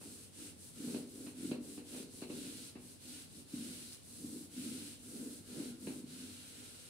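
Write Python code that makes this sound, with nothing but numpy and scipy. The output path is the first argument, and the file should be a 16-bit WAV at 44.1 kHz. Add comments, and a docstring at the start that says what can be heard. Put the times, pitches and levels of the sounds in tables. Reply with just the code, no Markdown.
"""A hiss of felt, already in mid-stroke, comes and goes as an eraser is rubbed over a wall-hung whiteboard.
Stick-slip jolts of the fibres make the hiss, coarser ones a lower scrape and the ring of the plastic holder.
Slips of the whole pad drum on the panel's resonances; at times the holder rocks and knocks on the board.
One burst of grit ticks, and a faint rumble with a wavering hum lies underneath, in a small bare classroom."""
import sys
import numpy as np
from scipy import signal
from scipy.fft import rfft, irfft, next_fast_len
from scipy.io import wavfile
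from scipy.ndimage import uniform_filter1d, map_coordinates

SR = 44100
rng = np.random.default_rng(int(sys.argv[2]) if len(sys.argv) > 2 else 0)


def generate_wav(sig):
    """Save sig (samples, or channels by samples) to the path in sys.argv[1] as 16-bit PCM at SR."""
    pcm = np.round(np.clip(np.atleast_2d(sig).T, -1, 1) * 32767).astype(np.int16)
    wavfile.write(sys.argv[1], SR, pcm)


N = 303849

# Sweeps of the arm. Each row: start in seconds, end in seconds, where the hand presses hardest (0-1 of the way),
# then nominal levels in dB of the felt's hiss, the scrape, the panel's low modes and its upper modes,
# the holder's ring in dB relative to the scrape, and the treble tilt in dB.
STROKE_TABLE = [(-0.186, 0.272, 0.18, -53, -63.5, -49.5, -58, -12, -0.5),
                (0.293, 0.507, 0.53, -51.5, -60, -52, -60.5, -10, -3.5),
                (0.544, 0.709, 0.2, -52.5, -65.5, -56.5, -67.5, -19, -1),
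                (0.699, 1.011, 0.61, -51, -57.5, -40.5, -51.5, -9.5, -1),
                (1.024, 1.32, 0.66, -54.5, -64.5, -48.5, -56.5, -10, 0),
                (1.318, 1.53, 0.51, -51.5, -59, -39.5, -55, -8.5, -2),
                (1.578, 1.8, 0.18, -53, -62.5, -47.5, -55.5, -14, -.2),
                (1.812, 2.032, 0.7, -51, -56.5, -46.5, -53, -12, -1),
                (2.065, 2.242, 0.57, -52.5, -60.5, -52.5, -61, -25, -0.5),
                (2.246, 2.706, 0.16, -51.3, -55.5, -46, -57.5, -14.5, -1),
                (2.742, 2.958, 0.56, -56.5, -65, -60, -73, -14, .1),
                (2.963, 3.249, .45, -52.5, -56.5, -54, -66.5, -16, -0.7),
                (3.247, 3.42, 0.78, -55.5, -62.5, -54, -67, -20, -0.5),
                (3.44, 3.964, 0.26, -51.5, -56, -49, -62, -15, -0.6),
                (3.981, 4.461, 0.7, -53, -63.5, -48, -61, -11.5, 1),
                (4.476, 4.947, 0.27, -50, -55, -43.5, -58.5, -14.5, -1.3),
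                (4.958, 5.394, 0.54, -52, -62, -44.5, -56, -8.5, 0),
                (5.405, 5.716, 0.57, -52.5, -57, -42.5, -52.5, -7.5, 0),
                (5.742, 6.006, 0.47, -53, -62.5, -43, -58.5, -9, -0.5),
                (6.027, 6.494, 0.14, -54, -57, -50, -65, -12, -0.5),
                (6.407, 6.947, 0.23, -55.5, -59.5, -61.5, -67.5, -10.5, -1.5)]
# Spectrum of rubbed felt fibres. Each row: frequency in Hz, relative level in dB.
FELT_SPECTRUM = [(600, -33), (1200, -19.5), (2000, -20), (3200, -16), (4200, -9), (5500, -9), (7000, -7.5),
                 (8000, -2), (9300, -0.5), (10300, -2.5), (12000, -10.5), (14000, -14.5), (16000, -17.5)]


def amp(db):
    """Decibels to amplitude ratio."""
    return 10 ** (np.asarray(db) / 20)


def unit(x):
    """Normalisation to rms 1."""
    return x / np.sqrt(np.mean(x ** 2) + 1e-20)


def along(points, hz):
    """Interpolation of (Hz, value) points on a logarithmic frequency axis."""
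    f, v = np.transpose(points)
    return np.interp(np.log(hz + 1), np.log(f + 1), v)


def wobble(rate):
    """Smooth random modulation: a spline through random knots, rate of them a second."""
    knots = rng.standard_normal(int(N * rate / SR) + 4)
    return map_coordinates(knots, [np.arange(N) * rate / SR])


def filtered(x, response):
    """Linear filtering: the spectrum of x times a response of frequency."""
    m = next_fast_len(N + SR // 2)
    hz = np.fft.rfftfreq(m, 1 / SR)
    return irfft(rfft(x, m) * response(hz), m)[..., :N]


def coloured(x, spectrum):
    """Spectral shaping of x by a table of levels, at rms 1."""
    return unit(filtered(x, lambda hz: amp(along(spectrum, hz))))


def low_and_upper(x, split_hz=356):
    """Crossover: x parted into what lies below and above a frequency."""
    low = filtered(x, lambda hz: 1 / (1 + (hz / split_hz) ** 20))
    return low, x - low


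def tilted(x, tilt_db, pivot_hz):
    """Shelving: a positive tilt lifts what lies above the pivot by half and lowers the rest by half."""
    low, upper = low_and_upper(x, pivot_hz)
    return low * amp(-tilt_db / 2) + upper * amp(tilt_db / 2)


def spread(pair, alike=None):
    """Coherence of a diffuse field: two unrelated signals become left and right, alike by frequency."""
    if alike is None:
        # Coherence of the channels. Each row: frequency in Hz, left-right likeness (0-1).
        alike = [(50, 0), (110, 0.8), (180, 1), (270, 0.94), (400, 0.8), (700, 0.56), (1250, 0),
                 (16000, 0.012)]

    def mid_and_side(hz):
        turn = np.arccos(np.clip(along(alike, hz), -1, 1)) / 2
        return np.array([np.cos(turn), np.sin(turn)])

    mid, side = filtered(pair, mid_and_side)
    return np.array([mid + side, mid - side])


def slips(rate, scatter_db):
    """Stick-slip friction: two trains of jolts, rate a second, random in time, sign and size; rms 1."""
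    caught = rng.random((2, N)) < rate / SR
    sizes = amp(scatter_db * rng.standard_normal((2, N)))
    return unit(caught * sizes * rng.choice([-1, 1], (2, N)))


def background(rumble_db=-62, hum_db=-70.5, hum_hz=95.8, wander_hz=1.0, waver_db=3):
    """Superposition of broadband low room noise and a faint hum that wavers in pitch and level."""
    # Room noise. Each row: frequency in Hz, relative level in dB.
    rumble_spectrum = [(20, -46), (33, -19), (45, -1.5), (56, -5), (75, 1.5), (120, 4.5), (180, 2),
                       (280, -6.5), (450, -6), (800, -16), (1500, -21.5), (5000, -22), (16000, -53)]
    # Coherence of the room noise. Each row: frequency in Hz, left-right likeness (0-1).
    rumble_alike = [(50, 0.17), (110, 0.32), (250, 0.018), (700, 0.07), (1250, 0.12)]
    rumble = coloured(spread(rng.standard_normal((2, N)), rumble_alike), rumble_spectrum)
    phase = 2 * np.pi * np.cumsum(hum_hz + wander_hz * wobble(5.4)) / SR
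    hum = np.sin(phase) * amp(waver_db * wobble(6))
    return amp(rumble_db) * rumble + amp(hum_db) * unit(hum)


def room(x):
    """Reverberation: absorption by the walls makes every frequency die at its own speed."""
    # Decay of the room. Each row: frequency in Hz, time to fall by 60 dB in seconds.
    wall_decay = [(150, 0.78), (500, 0.43), (3000, 0.25), (12000, 0.061)]
    hz, t, z = signal.stft(rng.standard_normal((2, SR // 2)), SR, nperseg=256)
    decay = amp(-60 * t / along(wall_decay, hz)[:, None])
    tail = signal.istft(z * decay, SR, nperseg=256)[1]
    tail = np.pad(tail / np.linalg.norm(tail[0]), ((0, 0), (SR // 200, 0)))  # walls answer 5 ms late
    return spread(signal.fftconvolve(np.atleast_2d(x), tail, axes=1)[:, :N])


def near_walls(pair, echo_db, reach_s, count=8):
    """Interference: early reflections within reach_s put a fine fixed ripple on the spectrum."""
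    paths = np.zeros((2, SR // 20))
    paths[:, 0] = 1  # direct sound
    for path in paths:
        delays = (rng.uniform(.1, 1, count) * reach_s * SR).astype(int)
        path[delays] += amp(echo_db) * rng.choice([-1, 1], count)
    return signal.fftconvolve(pair, paths, axes=1)[:, :N]


def grit(tick_t60=.005, tick_db=-5, wet_db=-4):
    """Impulsive release: a hard speck snaps free under the felt with a few ticks (decay in seconds)."""
    # Ticks. Each row: start in seconds, level in dB before the common tick_db.
    ticks_table = [(3.932, -35.5), (3.938, -44), (3.947, -38)]
    t = np.arange(N) / SR
    bursts = sum((t >= s) * amp(db + tick_db - 60 * np.abs(t - s) / tick_t60) for s, db in ticks_table)
    ticks = bursts * coloured(rng.standard_normal((2, N)), FELT_SPECTRUM)
    return ticks + amp(wet_db) * room(ticks)


def panel_ring():
    """Modal impulse response: one jolt gives a short low bump and ringing modes, peak 1."""
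    # Broad response of the board. Each row: frequency in Hz, relative level in dB.
    panel_spectrum = [(40, -35), (100, -19.5), (170, -5), (250, -1.5), (320, -4), (400, -11.5),
                      (520, -15.5), (650, -24.5), (1000, -30.5), (2000, -55), (5000, -100)]
    # Resonances of the board. Each row: centre in Hz, width in Hz, lift in dB.
    modes = [(148, 21, 3), (180.6, 16, 1), (223.3, 19, 5), (244.7, 16.4, 8.5), (261.9, 27, 7.5),
             (292.9, 9.8, 11), (331.6, 20, 6.5), (400.3, 35, 9.5), (479, 47, 9), (593, 21.5, 9),
             (689, 32, 5), (797, 24, 7.5), (835, 16, -12)]
    hz = np.fft.rfftfreq(SR, 1 / SR)
    db = along(panel_spectrum, hz)
    db = db + sum(lift / (1 + (2 * (hz - centre) / width) ** 2) for centre, width, lift in modes)
    cepstrum = irfft(np.log(amp(db)))[:SR // 2]
    cepstrum[0] = 0
    ring = irfft(np.exp(rfft(2 * cepstrum, SR)))[:SR // 2]  # minimum phase: nothing sounds before the jolt
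    return ring / np.abs(ring).max()


def knocks(ring, clack_db=9.5, clack_t60=0.23, rise_s=0.0022, lag_s=0.00365, upper_db=-4, wet_db=-9,
           bloom_db=-7, tick_db=2, tick_t60=0.0083, judder_db=-19, judder_t60=0.4, judder_rise_s=.009):
    """Impact: the tipping holder gives a tick, a panel thump, a cushioned rattle and a dying judder."""
    # Bumps of the holder. Each row: start in seconds, nominal thump level in dB, clack level in dB before
    # the common clack_db, lift of the upper modes in dB, low-pass cutoff of the clack in Hz.
    bumps = [(0.012, -47.5, -64, 6, 1800), (0.797, -36, -80, -16, 5000), (0.885, -46.5, -69, -16, 5000),
             (0.944, -31.5, -62, 7, 5000), (1.264, -41, -64, -6, 5000), (1.45, -30, -74, -21, 5000),
             (1.513, -27.5, -58, 5.5, 5500), (1.776, -38.5, -66, 5, 4500), (1.945, -39.5, -67, 2, 5000),
             (2.219, -36.5, -61, 9.5, 6500), (2.298, -34.5, -65.5, 7.5, 3500), (2.753, -39.5, -63, 3, 2200),
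             (3.535, -31, -73, -24, 5000), (4.241, -38.5, -79, -11, 5000), (4.574, -35.5, -90, -16, 5000),
             (5.598, -34.5, -68, -2, 5000), (5.871, -32, -60, 7.5, 4500), (6.037, -37.5, -79, -16, 5000)]
    # Plastic rattle. Each row: frequency in Hz, relative level in dB.
    clack_spectrum = [(200, -14), (450, -2), (750, 5), (1100, 0), (1550, 0), (2000, -2), (2700, 7),
                      (3400, -5), (4200, 7.5), (5500, -19), (9000, -17), (16000, -25)]
    t = np.arange(SR // 3) / SR
    fade = amp(-60 * t / clack_t60) * (1 - np.exp(-t / rise_s))
    fade = fade + amp(tick_db - 60 * t / tick_t60)  # the crisp tick
    settle = amp(-60 * t / judder_t60) * (1 - np.exp(-t / judder_rise_s))
    chatter = coloured(spread(rng.standard_normal((2, N))), clack_spectrum)
    shaken = spread(slips(rate=1100, scatter_db=2.5))
    shaken = unit(signal.fftconvolve(shaken, ring[None], axes=1)[:, :N])
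    shaken = unit(tilted(shaken, 9.6, pivot_hz=340))
    blows, clack = np.zeros((2, N)), np.zeros((2, N))  # rows of blows: for the low and the upper modes
    for s, peak_db, rattle_db, lift_db, edge_hz in bumps:
        start = round(s * SR)
        span = slice(start, start + len(t))
        blows[:, start] = amp([peak_db, peak_db + lift_db])
        cushion = signal.butter(2, edge_hz, fs=SR, output="sos")
        clack[:, span] += amp(rattle_db + clack_db) * signal.sosfilt(cushion, chatter[:, span] * fade)
        clack[:, span] += amp(peak_db + min(lift_db, 0) + judder_db) * shaken[:, span] * settle
    low, upper = low_and_upper(signal.fftconvolve(blows, ring[None], axes=1)[:, :N])
    # bending waves are slower in the bass, so the thump swells over a cycle or two; lag_s is the delay at 250 Hz
    thump = filtered(low[0] + amp(upper_db) * upper[1],
                     lambda hz: np.exp(-4j * np.pi * lag_s * np.sqrt(hz * 250)))
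    # the upper modes radiate widely and arrive largely by way of the walls
    return thump + clack + room(amp(wet_db) * (thump + clack) + amp(bloom_db) * upper[1])


def stroke_gain(levels_db, ease_db, linger_s):
    """Friction power: a layer follows the hand's speed and pressure; ease_db is its loss at light ends."""
    speed_up_s, brake_s = 0.062, 0.018  # the arm gathers speed gently and stops short
    ease_power = 1.61  # how the pressure falls away on either side of its peak
    power = np.zeros(N)
    for (start, end, hardest, *_), db in zip(STROKE_TABLE, levels_db):
        span = np.arange(max(int(start * SR), 0), min(int(end * SR), N))
        t = span / SR
        speed = np.tanh((t - start) / speed_up_s) * np.tanh((end - t) / brake_s)
        way = (t - start) / (end - start)
        slack = np.abs(np.maximum(1 - way / hardest, (way - hardest) / (1 - hardest))) ** ease_power
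        power[span] += (speed * amp(db - ease_db * slack)) ** 2
    keep = np.exp(-1 / (linger_s * SR))  # the sound hangs on briefly after the hand stops
    return np.sqrt(signal.lfilter([1 - keep], [1, -keep], power))


def swing_damped(x, damping):
    """Level-dependent damping: the drumming stays lumpy, its largest swings slightly damped; rms 1."""
    swing = np.abs(uniform_filter1d(np.mean(x ** 2, axis=0), size=SR // 25)) + 1e-12
    return unit(x / swing ** damping)


def drumming(ring, upper_gain_db=-0.96, linger_s=.042):
    """Modal excitation: slips of the whole pad shake the panel; place on the board decides which modes answer."""
    *_, low_db, upper_db, _, _ = np.transpose(STROKE_TABLE)
    boom = signal.fftconvolve(spread(slips(rate=1500, scatter_db=1.5)), ring[None], axes=1)[:, :N]
    low, upper = low_and_upper(boom)
    low_gain = stroke_gain(low_db, ease_db=23, linger_s=linger_s)
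    upper_gain = stroke_gain(upper_db + upper_gain_db, ease_db=18.5, linger_s=linger_s)
    return low_gain * swing_damped(low, damping=0.12) + upper_gain * swing_damped(upper, damping=0.07)


def holder(x):
    """Resonance: x rings in the modes of the hollow plastic holder, summed with alternating sign."""
    # Resonances of the holder. Each row: centre in Hz, width in Hz, relative level in dB.
    holder_modes = [(1307, 21, 2), (1364, 17, 0), (1410, 5.7, 7.5), (1483, 12, 3.5), (1610, 56, -0.5),
                    (1760, 29, -2), (2130, 130, -4.5)]

    def response(f):
        total = 0
        for k, (centre, width, db) in enumerate(holder_modes):
            loss = 2j * f * width
            total = total + (-1) ** k * amp(db) * loss / (centre * centre - f * f + loss)
        return total

    return filtered(x, response)


def felt(ripple_db=-20, reach_s=.012, hiss_gain_db=0.04, scrape_gain_db=0.3, ring_gain_db=.2):
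    """Stick-slip: countless fibres hiss, the pressed pad scrapes more coarsely and the holder rings."""
    # Scrape of the flat pad. Each row: frequency in Hz, relative level in dB.
    scrape_spectrum = [(500, -12), (1150, -20.5), (1500, -9.5), (1900, -10.5), (2300, -6), (2800, -1.5),
                       (3400, -3), (4100, 2), (5000, -3), (7000, -8.5), (12000, -24), (16000, -37)]
    start, end, _, hiss_db, scrape_db, _, _, ring_db, tilt_db = np.transpose(STROKE_TABLE)
    scrape_linger_s = 0.031
    # tipped onto its edge the felt sounds brighter
    tip_db = np.interp(np.arange(N) / SR, (start + end) / 2, tilt_db)
    uneven = amp(0.35 * wobble(45) + 0.15 * wobble(14))  # the pad grips unevenly

    fibres = near_walls(spread(slips(rate=14000, scatter_db=2.5)), ripple_db, reach_s)
    fibres = tilted(coloured(fibres, FELT_SPECTRUM), tip_db, pivot_hz=9200)
    hiss = stroke_gain(hiss_db + hiss_gain_db, ease_db=3.5, linger_s=0.023) * fibres

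    pad = near_walls(spread(slips(rate=4000, scatter_db=0.0)), ripple_db, reach_s)
    pad = tilted(coloured(pad, scrape_spectrum), 2.1 * tip_db + 1.6 * wobble(10), pivot_hz=3700)
    scrape = stroke_gain(scrape_db + scrape_gain_db, ease_db=4, linger_s=scrape_linger_s) * pad

    ringing = unit(holder(slips(rate=3000, scatter_db=1.5)))
    hollow_db = scrape_db + ring_db + ring_gain_db
    hollow = stroke_gain(hollow_db, ease_db=5.5, linger_s=scrape_linger_s) * ringing
    return uneven * (hiss + scrape) + hollow


def scene():
    """Superposition of the eraser's sounds on the board and the room's own noise."""
    ring = panel_ring()
    return felt() + drumming(ring) + knocks(ring) + grit() + background()


def record(dry, top_hz=15750):
    """Band-limiting: nothing at or above top_hz is kept."""
    return filtered(dry, lambda hz: hz < top_hz)


dry = scene()
out = record(dry)
generate_wav(out)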